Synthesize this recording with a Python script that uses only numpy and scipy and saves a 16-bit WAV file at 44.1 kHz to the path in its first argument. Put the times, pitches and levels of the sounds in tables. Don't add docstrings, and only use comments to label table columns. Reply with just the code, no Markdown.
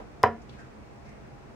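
import sys
import numpy as np
from scipy import signal
from scipy.fft import rfft, irfft, next_fast_len
from scipy.io import wavfile
from scipy.ndimage import map_coordinates

SR = 44100
rng = np.random.default_rng(int(sys.argv[2]) if len(sys.argv) > 2 else 0)


def int16_out(signal):
    q = np.round(np.clip(np.atleast_2d(signal).T, -1, 1) * 32767)
    wavfile.write(sys.argv[1], SR, q.astype(np.int16))


def volts_from_db(level):
    exponent = np.asarray(level, float) / 20
    return 10 ** exponent


N = 68355
LEFT_RIGHT = np.array([[1], [-1]])

# (time [s], level [dB])
BLOWS = [
    (.2314, -31),
    (.233, -38.5),
    (.2346, -32),
    (.2361, -14),
    (.2371, -15.5),
    (.2381, -8.5),
]


def unit(x):
    return x / np.sqrt(np.mean(x ** 2) + 1e-20)


def along(points, hz):
    f, value = np.transpose(points)
    return np.interp(np.log(hz + 1), np.log(f + 1), value)


def filtered(x, response):
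    m = next_fast_len(N + SR // 2)
    spectrum = rfft(x, m) * response(np.fft.rfftfreq(m, 1 / SR))
    return irfft(spectrum, m)[..., :N]


def peak(f, hz, width_hz):
    return 1j * f * width_hz / (hz * hz - f * f + 1j * f * width_hz)


def delays(rows):
    return lambda f: sum(volts_from_db(db) * np.exp(-2j * np.pi * f * s) for s, db in rows)


def pair(response):
    # (frequency [Hz], likeness [-1 to 1])
    likeness = [(60, 0.59), (180, 0.44), (550, 0.13), (1650, -0.0089), (4970, -0.26), (15000, 0.37)]

    def middle_and_side(hz):
        turn = np.arccos(np.clip(along(likeness, hz), -1, 1)) / 2
        return response(hz) * [np.cos(turn), np.sin(turn)]

    mid, side = filtered(rng.standard_normal((2, N)), middle_and_side)
    return unit(np.array([mid + side, mid - side]))


def ringing(modes, rise_s, wander):
    t = np.arange(N) / SR
    total = 0
    for hz, db, t60 in modes:
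        drift = map_coordinates(rng.standard_normal(100), [t * 40])
        phase = 2 * np.pi * hz * t + wander * np.minimum(t / 0.03, 1) * drift
        total = total + volts_from_db(db - 60 * t / t60) * np.sin(phase)
    return (1 - np.exp(-t / rise_s)) * total


def earlier_knock():
    level_db, t60_s, centre_hz, width_hz = -42, 0.24, 556, 610
    fade = volts_from_db(level_db - 60 * np.arange(N) / SR / t60_s)
    return fade * pair(lambda f: peak(f, centre_hz, width_hz) ** 2)


def hum():
    # (frequency [Hz], level [dB per Hz])
    rumble = [(8.8, -30), (15, -28.5), (59, -0.5), (96, -9), (136, -1.5), (173, -13), (204, -3), (264, -17),
              (320, -6), (420, -81), (700, -120)]
    moving_air = [(150, -57), (250, -7), (329, -11), (366, -4), (673, -9), (735, -9.5), (818, -14),
                  (851, -10.5), (2600, -22.5), (3380, -36), (5720, -120)]
    hiss = [(1500, -61), (2500, -19.5), (3250, -9), (5700, -10.5), (9670, -20.5), (12000, -39.5),
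            (14000, -25), (15800, -30)]
    # (frequency [Hz], width [Hz], level [dB])
    fan_tones = [(57.8, 18, -77), (128.4, 6, -64), (214.8, 17, -60), (691, 3.1, -64.5), (813, 3.9, -64)]
    # (frequency [Hz], left minus right [dB])
    lean = [(60, -3.0), (240, 0), (950, 0.0), (3770, 0.5), (15000, 0.5)]

    def layer(rows, db):
        closed = [(rows[0][0] * 0.9, -120)] + list(rows) + [(rows[-1][0] * 1.1, -120)]
        return volts_from_db(db) * pair(lambda f: volts_from_db(along(closed, f)))

    sway = map_coordinates(rng.standard_normal(16), [np.arange(N) * 6 / SR])
    out = layer(rumble, -49.5) + volts_from_db(0.23 * sway) * layer(moving_air, -52) + layer(hiss, -68.5)
    for hz, width_hz, db in fan_tones:
        out = out + volts_from_db(db) * pair(lambda f: peak(f, hz, width_hz) ** 2)
    hiss_top_hz = 15800
    return filtered(out, lambda f: volts_from_db(along(lean, f) / 2 * LEFT_RIGHT) * (f < hiss_top_hz))


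def tip():
    # (frequency [Hz], width [Hz], level [dB])
    point_modes = [(3420, 370, -5), (5050, 480, 1.5), (9500, 2200, -13), (14900, 3700, -15.5)]
    touch_s, slide_s = 0.2311, 0.004
    tick_db, tick_t60_s = -12, 0.0046
    crunch_db, crunch_t60_s, snap_db = -23, 0.0038, -13

    t = np.arange(N) / SR - touch_s
    mid, side = rng.standard_normal((2, N))
    grit = mid + 0.1 * side * LEFT_RIGHT
    tick = volts_from_db(tick_db - 60 * np.abs(t) / tick_t60_s)
    crunch = volts_from_db(crunch_db - 840 * np.abs(t) - 60 * np.maximum(t - slide_s, 0) / crunch_t60_s)
    snap = volts_from_db(snap_db) * (np.arange(N) == round(touch_s * SR))
    drive = (t >= 0) * grit * (tick + crunch) + snap

    def steel(f):
        total = sum((-1) ** k * volts_from_db(db) * peak(f, hz, width_hz)
                    for k, (hz, width_hz, db) in enumerate(point_modes))
        return total * (1 - peak(f, 12100, 3500))

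    return filtered(drive, steel)


def board(modes, rise_s, wander):
    soft_hz, radiate_hz = 4170, 270

    def blows_to_air(f):
        bass_loss = (1j * f / (radiate_hz + 1j * f)) ** 3
        return delays(BLOWS)(f) * bass_loss / (1 + 1j * f / soft_hz) ** 4

    return -filtered(ringing(modes, rise_s, wander), blows_to_air)


def backing():
    # (frequency [Hz], level [dB], time to fade by 60 dB [s])
    mount_modes = [(113, -12, 0.085), (253, -21, 0.089)]
    wall_modes = [(91, -20.5, 0.3), (228.4, -16, 0.46)]
    low = ringing(mount_modes, 0.002, 0) + ringing(wall_modes, 0.021, 0)
    mount_hz = 72
    return filtered(low, lambda f: delays(BLOWS)(f) * (1j * f / (mount_hz + 1j * f)) ** 2)


def wall_echoes(face):
    # (delay [s], level [dB])
    echoes = [(.0116, -17), (.0242, -17), (.0272, -23), (.046, -26)]
    return filtered(face, delays(echoes))


def room(x):
    # (frequency [Hz], time to fade by 60 dB [s])
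    fading = [(100, 0.52), (500, 0.21), (2000, 0.22), (5000, .18), (12000, 0.094)]
    hz, t, z = signal.stft(rng.standard_normal((2, SR // 2)), SR, nperseg=256)
    fade = volts_from_db(-60 * t / along(fading, hz)[:, None])
    mid, side = signal.istft(z * fade, SR, nperseg=256)[1]
    turn = np.arccos(0.73) / 2
    tail = np.cos(turn) * mid + np.sin(turn) * side * LEFT_RIGHT
    tail = tail / np.linalg.norm(tail[0])
    late = np.pad(x, (150, 0))[None]
    return signal.fftconvolve(late, tail, axes=1)[:, :N]


def rustles():
    puff_s = [.42, .496, .53, .595, .595, 1.092, 1.06, 1.15, 1.08]
    # (level [dB], length [s], centre [Hz], width [Hz])
    puffs = [
        (-63, 0.012, 5600, 5500),
        (-52, 0.0097, 3430, 3900),
        (-59.5, 0.081, 2200, 5400),
        (-51, 0.057, 1560, 1000),
        (-65, 0.033, 5700, 5800),
        (-63, .012, 5600, 6000),
        (-67.5, 0.051, 5000, 5000),
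        (-67.5, 0.11, 710, 110),
        (-59, 0.12, 2060, 1300),
    ]
    t = np.arange(N) / SR
    out = 0
    for s, (db, length_s, hz, width_hz) in zip(puff_s, puffs):
        shape = np.exp(-np.abs(t - s) / length_s * np.where(t < s, 3.5, 1))
        out = out + volts_from_db(db) * shape * pair(lambda f: peak(f, hz, width_hz) ** 4)
    return out


def scene():
    # (frequency [Hz], level [dB], time to fade by 60 dB [s])
    face_modes = [(487, 3, 0.021), (590, -8.5, 0.027), (733, 3.5, 0.047), (800, -12, .03),
                  (996, -2.5, 0.044), (1073, -3, 0.018), (1197, -10.5, 0.034), (1383, -6.5, .04),
                  (1586, -6.5, 0.033), (1736, -16.5, 0.088), (1900, -46, 0.032), (2310, -20, 0.058)]
    body_modes = [(423, -7.5, 0.21), (685, -12.5, 0.33), (710, -12.5, 0.32), (966.7, -23.5, 0.06),
                  (968, -20, 0.22), (1318, -11, 0.15), (1719, -14, 0.21), (1910, -23.5, 0.096)]
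    face = board(face_modes, 0.0001, 0)
    body = board(body_modes, 0.005, 0.96)
    point = tip()

    near = (face + body) * volts_from_db([[-0.5], [0.6]]) + point * volts_from_db(6.5 / 2 * LEFT_RIGHT)
    face_to_room = filtered(face, lambda f: 1 - 0.68 * peak(f, 1020, 340))
    tails = volts_from_db(-7) * room(face_to_room) + volts_from_db(-11.5) * room(point.mean(axis=0))
    thump = backing() * volts_from_db([[-1], [1.1]])
    background = earlier_knock() + hum() + rustles()
    return near + wall_echoes(face) + tails + thump + background


def top_cut(x):
    return signal.sosfilt(signal.butter(12, 16830, fs=SR, output="sos"), x)


def record(dry):
    top_hz = 16100
    mix = filtered(dry, lambda f: 1 / (1 + (f / top_hz) ** 60))
    return top_cut(mix)


dry = scene()
out = record(dry)
int16_out(out)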